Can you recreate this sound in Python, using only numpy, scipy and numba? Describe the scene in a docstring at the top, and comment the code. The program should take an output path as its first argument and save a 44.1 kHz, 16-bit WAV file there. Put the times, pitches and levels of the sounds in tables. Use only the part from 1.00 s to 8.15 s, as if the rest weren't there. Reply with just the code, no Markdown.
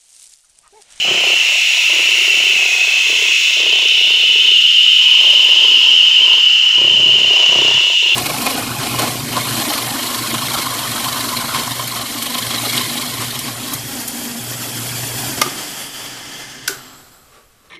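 """In a workshop, a handheld laser cleaner strips a steel frame at arm's length from a phone.
The air jet that shields its lens is a self-sustained oscillator: it whistles unsteadily near 3 kHz.
Its turbulence rings the nozzle and hisses off the steel, where reflections comb the noise.
The beam swings to and fro about 32 times a second; each crossing of the metal knocks, puffs and sputters
as coating burns, through resonant gaps in the frame, with flame, crackling scale and popping flakes."""
import sys
import numpy as np
from scipy import signal
from scipy.fft import rfft, irfft
from scipy.io import wavfile
from scipy.ndimage import uniform_filter1d
from numba import njit

SR = 44100
rng = np.random.default_rng(int(sys.argv[2]) if len(sys.argv) > 2 else 0)


def store_wav(level_fs):
    """Save 16-bit WAV to argv[1]."""
    pcm = np.round(np.clip(np.atleast_2d(level_fs), -1, 1) * 32767)
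    wavfile.write(sys.argv[1], SR, pcm.T.astype(np.int16))


N = 315315
TIME = np.arange(N) / SR  # seconds


def undb(db):
    """Level: decibels converted to an amplitude ratio."""
    return 10 ** (np.asarray(db) / 20)


def unit(x):
    """Normalisation: scale to rms 1."""
    return x / np.sqrt(np.mean(x ** 2))


def curves(table):
    """Linear interpolation: each column after the first, as a curve in time."""
    seconds, *columns = np.transpose(table)
    return [np.interp(TIME, seconds, column) for column in columns]


def noise():
    """White noise: turbulence with equal power at every frequency."""
    return rng.standard_normal(N)


def colour(x, points):
    """Spectral shaping: weight x by (Hz, dB) points joined over log frequency, then scale to rms 1."""
    hz, db = np.transpose(points)
    bins = np.maximum(np.arange(N // 2 + 1) * SR / N, 1)
    gain = undb(np.interp(np.log(bins), np.log(hz), db))
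    return unit(irfft(rfft(x) * gain, N))


def wander(rate):
    """Low-passed random process: smooth chance of rms 1, mostly slower than rate in Hz."""
    bins = np.arange(N // 2 + 1) * SR / N
    return unit(irfft(rfft(noise()) / (1 + (bins / rate) ** 3), N))


@njit
def svf(x, hz, width):
    """Second-order resonance: a state-variable band-pass with a moving centre."""
    out, band, low = np.empty(len(x)), 0., 0.
    for i in range(len(x)):
        g, damping = np.tan(np.pi * hz[i] / SR), width / hz[i]
        v = (band + g * (x[i] - low)) / (1 + g * (g + damping))
        band, low = 2 * v - band, low + 2 * g * v
        out[i] = damping * v
    return out


def ring(x, hz, width):
    """Cascaded resonance: two equal band-passes, each width Hz wide, give steep skirts; rms 1."""
    hz = hz * np.ones(N)
    once = svf(x + 1e-18, hz, float(width))
    return unit(svf(once, hz, float(width)))


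def flare_up(rows, rest_db, attack_s, release_s):
    """Energy addition: (start, length, dB) events rise up to the start, hold and die away, over a rest level."""
    power = undb(rest_db) ** 2
    for start, length, db in rows:
        rise = np.clip(1 + (TIME - start) / attack_s, 0, 1)
        fall = np.exp(-np.clip((TIME - start - length) / release_s, 0, 20))
        power = power + (undb(db) * rise * fall) ** 2
    return np.sqrt(power)


# Pitch of the jet's whistle. Each row: time in seconds, frequency in Hz.
JET_PITCH = [(0.1, 3005), (0.46, 2892), (1.75, 2966), (4.73, 2980), (7.0, 2917)]
# How strongly the whistle reaches the phone as the nozzle turns.
# Each row: time in seconds, relative level in dB.
JET_LEVEL = [(0.0, -15.5), (0.04, -17.5), (0.28, -19), (1.33, -17), (1.49, -15.5), (1.77, -24.5),
             (2.05, -16.5), (2.43, -19), (2.47, -17), (3.48, -10), (4.22, -8), (5.5, -8.5), (5.83, -11),
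             (5.87, -9), (6.97, -12), (7.15, -10.5)]


def whistle():
    """Self-sustained oscillation: turbulence shakes the jet's pitch within the range the nozzle allows."""
    (hz,), (db,) = curves(JET_PITCH), curves(JET_LEVEL)
    shaken_hz = hz + 170 * np.tanh(.9 * wander(rate=190))
    tone = np.sin(2 * np.pi * np.cumsum(shaken_hz) / SR)
    tone = tone * undb(1.7 * wander(rate=81))
    rough = ring(noise(), hz, width=307)
    return (1.07 * unit(tone) + 0.31 * rough) * undb(db + 0.41 * wander(rate=42))


NOZZLE_DRIFT = .012  # rms drift of a rough tone, as a share of its frequency


def rough_tone(hz, width_hz, db):
    """Broadband excitation: turbulence rings one nozzle resonance, which strays a little at random."""
    return ring(noise(), hz * np.exp(NOZZLE_DRIFT * wander(rate=2.9)), width_hz) * undb(db)


# Rough tones of the nozzle that swell with the fine hiss and shift with the aim.
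# Each row: frequency in Hz, stage width in Hz, level in dB at the mean fine hiss,
# swell in dB per dB of fine hiss, bend in Hz per dB of smoothed whistle level.
NOZZLE_MODES = [(2230, 410, -30.5, 1.15, 6), (2698, 317, -16, 0.64, 5), (4134, 330, -32.5, 0.3, 13)]
# Two rough tones above the whistle. Each row: time in seconds, relative level of the upper tone in dB,
# relative level of the top tone in dB.
UPPER_LEVEL = [(0.0, -33, -44), (0.08, -28, -35), (0.76, -20.5, -26), (1.33, -25.5, -27.5),
               (2.43, -21, -27), (2.75, -18.5, -37), (2.95, -17, -24.5), (3.19, -18.5, -29),
               (4.82, -20, -23.5), (5.71, -30, -29.5), (6.69, -21.5, -30), (7.07, -23, -38),
               (7.15, -19, -35)]
UPPER_HZ, UPPER_WIDTH_HZ = 3420, 560
TOP_TONE_HZ, TOP_WIDTH_HZ, TOP_BEND = 5390, 1300, -69  # bend in Hz per dB of smoothed whistle level
AIM_S = 0.42  # time over which the hand turns the nozzle


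def nozzle_tones(fine_db):
    """Resonance under a turning aim: the whistle's smoothed level stands for the aim and bends the tones."""
    upper_db, top_db = curves(UPPER_LEVEL)
    swell_db = fine_db - fine_db.mean()
    aim_db = uniform_filter1d(curves(JET_LEVEL)[0], size=int(AIM_S * SR))
    aim_db = aim_db - aim_db.mean()
    tones = rough_tone(UPPER_HZ, UPPER_WIDTH_HZ, upper_db - .6)
    tones = tones + rough_tone(TOP_TONE_HZ + TOP_BEND * aim_db, TOP_WIDTH_HZ, top_db - 5.0)
    for hz, width, db, swell, bend in NOZZLE_MODES:
        tones = tones + rough_tone(hz + bend * aim_db, width, db + swell * swell_db)
    return tones


def off_steel(x, lag_ms, share):
    """Comb filtering: add a reflection whose path changes slowly as the hand moves."""
    lag = lag_ms / 1000 * np.exp(.04 * wander(.3))
    return unit(x + share * np.interp(TIME - lag, TIME, x))


# Spectra of the low rush, the hiss and the fine hiss. 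Each row: frequency in Hz, relative density in dB per Hz.
LOW_RUSH = [(100, -87), (750, -10.5), (1000, -5), (1200, -5), (1500, -3), (1800, -0.5), (2500, -12),
            (4000, -41)]
HISS = [(100, -76), (1500, -60), (3000, 0.5), (4000, 2), (4650, 4), (5300, 7), (6200, 4), (6750, 7),
        (7500, 2.5), (8200, -7.5), (9500, -59)]
FINE_HISS = [(100, -62), (6000, -13), (8300, 0), (9300, 0), (10300, 0), (11300, -4), (13000, -7.5),
             (14000, -8), (14700, 2), (15800, -8.5)]
# Low rush of air. Each row: time in seconds, relative level in dB.
RUSH_LEVEL = [(0.0, -46), (0.08, -32), (0.52, -37), (0.57, -42.5), (0.98, -36.5), (2.63, -39.5),
              (2.87, -40.5), (5.77, -36.5), (5.99, -40), (6.75, -32.5), (6.95, -46), (7.15, -36.5)]
# Air striking the steel as the spot moves. Each row: time in seconds, relative hiss level in dB,
# relative fine hiss level in dB.
AIR_LEVEL = [(0.0, -32, -44), (0.28, -28, -38), (1.02, -28.5, -36.5), (1.13, -27.5, -36),
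             (1.85, -29.5, -38.5), (2.47, -27, -38), (2.65, -33.5, -43), (2.89, -34.5, -41),
             (3.44, -33.5, -42.5), (4.38, -32, -41.5), (5.83, -36, -49), (6.57, -32, -44.5),
             (6.97, -32.5, -47), (7.15, -34, -44)]
# Nearby faces of steel that reflect the hiss. Each row: mean lag in milliseconds, share of the amplitude.
REFLECTIONS = [(.95, .2), (1.45, .2), (2.15, .26)]


def rushing_air():
    """Turbulent jet noise: bands of hiss, combed by the steel, beneath the rough tones of the nozzle."""
    hiss_db, fine_db = curves(AIR_LEVEL)
    rush = colour(noise(), LOW_RUSH) * undb(curves(RUSH_LEVEL)[0] + 1.0)
    hiss = colour(noise(), HISS) * undb(hiss_db + 3.0)
    fine = colour(noise(), FINE_HISS) * undb(fine_db + 1 + 0.45 * wander(rate=35))
    air = rush + hiss + fine
    combed = air
    for lag_ms, share in REFLECTIONS:
        combed = off_steel(combed, lag_ms, share)
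    return nozzle_tones(fine_db) + combed * np.std(air)


# When the beam meets the steel. Each row: time in seconds, phase of the outward stroke in turns of the mirror,
# phase of the return stroke in turns.
CROSSINGS = [(0, .5, .68), (1, .57, .68), (1.7, .6, .73), (2.8, .72, .79), (3.5, .77, .85),
             (4.3, .78, 1.04), (5.3, .78, 1.1), (5.8, .88, 1.0), (6.1, .76, 1.2), (6.35, .62, 1.43),
             (6.7, .54, 1.47), (7.15, .5, 1.5)]
SWEEP_HZ = 31.81


def crossings(spread, return_db):
    """Periodic excitation: a Gaussian burst, spread turns in deviation, each time the beam crosses the steel."""
    bursts = 0
    for turn, db in zip(curves(CROSSINGS), (0, return_db)):
        phase = SWEEP_HZ * TIME - turn + .003 * wander(rate=15)
        offset = (phase + .5) % 1 - .5  # turns from the crossing
        strength = undb(db + 1.5 * wander(rate=14))
        bursts = bursts + strength * np.exp(-.5 * (offset / spread) ** 2)
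    return bursts


# Patches of coating that the beam burns off. Each row: start in seconds, length in seconds,
# mean resonance of the gap beneath in Hz, then relative levels of puff, sputter and sizzle in dB.
PATCHES = [(0.056, 0.27, 390, -34.5, -31, -40), (0.424, 0.15, 390, -56, -37.5, -47),
           (0.608, .22, 400, -90, -42.5, -44), (0.914, 0.091, 377, -36.5, -36, -38),
           (1.083, 0.56, 384.3, -39, -40.5, -46.5), (1.603, 0.39, 400, -44.5, -39.5, -48),
           (2.092, .21, 392, -37.5, -45, -41), (2.394, 0.26, 390.5, -58, -48, -49),
           (2.596, 0.25, 417, -34.5, -39, -43.5), (2.9, 0.34, 384, -41.5, -44, -50.5),
           (3.293, 0.26, 402, -40.5, -77, -49), (4.04, 0.14, 364, -58, -53, -39.5),
           (4.199, 0.44, 330, -43, -36.5, -37), (4.64, 0.31, 332, -40.5, -44, -39),
           (4.977, 0.12, 337, -58, -47, -45), (5.208, 0.17, 351.1, -43.5, -39, -34.5),
           (5.786, 0.55, 369, -35, -37, -37.5), (6.338, 0.11, 407, -34, -31, -31),
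           (6.514, 0.19, 385, -29.5, -31, -29.5), (6.77, 0.15, 376, -45, -39.5, -37),
           (7.046, 0.087, 390, -40, -46, -38)]
# Where the steel is already clean: relative levels of puff, sputter and sizzle in dB.
BARE_STEEL_DB = (-52, -73, -62)
CATCH_S, DIE_S = 0.048, 0.026  # rise time and decay time constant of a patch


def coating():
    """Source strength: puff, sputter and sizzle follow the beam from patch to patch."""
    start, length, _, *levels = np.transpose(PATCHES)
    return [flare_up(zip(start, length, db), rest, CATCH_S, DIE_S) for db, rest in zip(levels, BARE_STEEL_DB)]


SPUTTER_RATIO, SIZZLE_HZ = 1.748, 980  # the gap's second resonance over its first; its third stays put
KNOCK_SHARE = 0.37  # gain of the broad knock


def burning():
    """Forced resonance: each crossing's vapour knock and rough puff ring the gaps in the frame."""
    puff, sputter, sizzle = coating()
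    push = unit(np.diff(crossings(spread=0.0015, return_db=3.5), prepend=0))
    gate = crossings(spread=0.07, return_db=-5) + 0.33
    drive = push + 1.4 * unit(gate * noise())
    # the gaps ring a little differently as the spot travels
    start, length, hz, *_ = np.transpose(PATCHES)
    gap_hz = np.interp(TIME, start + length / 2, hz)
    gap_hz = gap_hz * np.exp(0.045 * np.tanh(wander(rate=6.9)))
    puffs = ring(drive, gap_hz, width=165) * puff
    puffs = puffs - ring(drive, SPUTTER_RATIO * gap_hz, width=270) * sputter
    puffs = puffs - ring(drive, SIZZLE_HZ, width=198) * sizzle
    knocks = KNOCK_SHARE * ring(push, 700, width=610) * np.sqrt(puff * sputter)
    high_pass = signal.butter(4, 235, "high", fs=SR, output="sos")
    return signal.sosfilt(high_pass, puffs + knocks)


# Resonances under the flame, between the steel members, the deep one first.
# Each row: frequency in Hz, stage width in Hz, relative level in dB.
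FLAME_MODES = [(128, 47, 4), (183, 110, -0.5)]
# The vapour flares into a large flame. Each row: start in seconds, length in seconds, relative level in dB.
FLARES = [(.07, 0.067, -37), (.22, .11, -49.5), (1.35, 0.037, -49.5), (1.54, 0.037, -46), (3.08, .06, -53),
          (4.27, .08, -50), (4.47, 0.061, -67), (4.75, 0.058, -68), (5.8, .48, -36.5), (6.5, .26, -34.5)]
EMBER_DB = -68.5  # relative level of the small flame between flares
DEEPENING = .7  # exponent: the larger the flame, the more its lowest resonance takes over


def flame():
    """Combustion noise: a large flame rumbles and flutters with the sweep; a small one has little depth."""
    pulses = unit(crossings(spread=0.005, return_db=-2))
    gate = crossings(spread=0.09, return_db=-9) + 0.4
    drive = pulses + 4 * unit(gate * noise())
    size = flare_up(FLARES, EMBER_DB, attack_s=.04, release_s=0.032)
    deep, upper = (undb(db - 5.5) * ring(drive, hz, width) for hz, width, db in FLAME_MODES)
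    return (deep * (size / size.max()) ** DEEPENING + 1.6 * upper) * size


# Spectrum of bursting scale. Each row: frequency in Hz, relative density in dB per Hz.
CRACKLE = [(100, -88), (700, -29), (1200, -16), (2000, 2), (4000, 2.5), (5300, 5), (6500, 2.5), (8000, -21),
           (15000, -36)]
# Rusty edges where scale bursts off. Each row: start in seconds, length in seconds, relative level in dB.
RUSTY_EDGES = [(.15, .15, -56), (2.55, 0.34, -28), (4.25, .2, -37), (5.55, 0.19, -34.5), (6.4, .35, -28.5)]
SCALE_DB = -36  # relative level of crackle everywhere


def crackle():
    """Random impulse train: flakes burst in a dense spray at each crossing, lightly except on rusty edges."""
    per_second = 9000 * (crossings(spread=.025, return_db=-1) + .05)
    grains = (rng.random(N) < per_second / SR) * noise()
    return colour(grains, CRACKLE) * flare_up(RUSTY_EDGES, SCALE_DB, attack_s=0.25, release_s=0.1)


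# Spectrum of a pop. Each row: frequency in Hz, relative density in dB per Hz.
POP = [(150, -34), (350, -8), (1000, -1), (2200, -1), (5000, 7), (8000, -24), (15000, -22)]
# Single large flakes popping off. Each row: time in seconds, relative peak level in dB.
POPS = [(2.755, -28), (2.788, -21), (2.818, -30), (2.836, -26), (3.101, -16), (3.382, -24), (5.332, -10),
        (5.347, -25), (5.394, -33)]
POP_DECAY_S = .0015  # time constant


def pops():
    """Transient radiation: a large flake bursts off with a short, wide-band crack."""
    bursts = flare_up([(s, 0, db) for s, db in POPS], -120, attack_s=0.00042, release_s=POP_DECAY_S)
    return colour(noise(), POP) * bursts


# Where sound off the steel cancels the direct sound.
# Each row: time in seconds, lower dip in Hz, upper dip in Hz.
DIPS = [(0, 2600, 3500), (1.4, 2540, 3420), (1.7, 2360, 2920), (2.2, 2400, 2930), (2.7, 2400, 3360),
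        (3.6, 2310, 3240), (4.7, 2300, 3530), (5.4, 2540, 3270), (6.2, 2670, 3290), (7.15, 2430, 2960)]


def cancel(x, depth, width_hz):
    """Destructive interference: reflections carve two moving dips near the whistle."""
    for hz in curves(DIPS):
        x = x - depth * svf(x, hz, float(width_hz))
    return x


def workshop(x, t60, wet_db, count=4):
    """Reverberation: a diffuse exponential tail whose pattern shifts as tool and phone move."""
    t = TIME[:SR]
    decay = np.exp(-np.log(1000) * t / t60) * (t > .004)
    tails = rng.standard_normal((count, SR)) * decay
    tails /= np.linalg.norm(tails, axis=1, keepdims=True)
    weights = np.array([wander(rate=0.47) for _ in tails])
    weights /= np.linalg.norm(weights, axis=0)
    wet = sum(w * signal.oaconvolve(x, tail)[:N] for w, tail in zip(weights, tails))
    return (x + undb(wet_db) * wet) / np.hypot(1, undb(wet_db))


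# Spectrum of the room air. Each row: frequency in Hz, relative density in dB per Hz.
SHOP = [(20, -23), (55, -22), (100, -7), (250, -11.5), (600, 5.5), (1500, 6.5), (8000, -2)]


def room_air():
    """Stationary background noise: faint, steady air in the workshop."""
    return colour(noise(), SHOP) * undb(-46)


def scene():
    """Superposition: jet and crackle with a long tail, fire and pops with a short one, over room air."""
    jet = workshop(whistle() + rushing_air() + crackle(), t60=1.0, wet_db=-7.5)
    jet = cancel(jet, depth=0.54, width_hz=150)
    fire = workshop(burning() + flame() + pops(), t60=.16, wet_db=-9)
    return (jet + fire + room_air())[None]


# Noise level under which the phone turns a band down. Each row: frequency in Hz, density in dB per Hz.
SUPPRESSOR = [(170, -118), (260, -75), (400, -71), (700, -71.5), (1100, -68), (1600, -75.5), (2200, -108)]


def suppress(x, slope, floor_db, size=1024):
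    """Spectral gating: turn down each narrow band while it is weaker than the expected noise."""
    hz, _, z = signal.stft(x, SR, nperseg=size, scaling="psd")
    power = uniform_filter1d(2 * np.abs(z) ** 2, size=5, axis=0)  # smoothed over bands
    power = uniform_filter1d(power, size=5, axis=1)  # and over time frames
    threshold = undb(np.interp(hz, *np.transpose(SUPPRESSOR)))[:, None] ** 2
    gain = np.clip((np.abs(power) / threshold) ** slope, undb(floor_db), 1)
    return signal.istft(z * gain, SR, nperseg=size, scaling="psd")[1][:N]


@njit
def follow(x, attack, release):
    """Envelope detection: a peak follower that rises fast and falls more slowly."""
    out, envelope = np.empty(len(x)), 0.
    for i in range(len(x)):
        envelope += (x[i] - envelope) * (attack if x[i] > envelope else release)
        out[i] = envelope
    return out


def limit(x, knee_db, slope, release_s):
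    """Dynamic compression: turn the gain down while the peak envelope exceeds the knee."""
    peak = follow(np.abs(x), .1, 1 / (release_s * SR))
    return x * np.maximum(peak / undb(knee_db), 1) ** -slope


TOP_HZ = 15800  # upper edge of the phone's pass band


def record(dry):
    """Nonlinear transduction: the phone gates weak noise, compresses and clips, then cuts the treble."""
    clean = suppress(dry[0], slope=1.213, floor_db=-24)
    held = limit(clean * undb(0.54), knee_db=-8.0, slope=0.28, release_s=0.0087)
    clipped = np.clip(held, -1, 1)
    low_pass = signal.ellip(10, .2, 70, TOP_HZ, fs=SR, output="sos")
    return signal.sosfilt(low_pass, clipped)[None]


dry = scene()
out = record(dry)
store_wav(out)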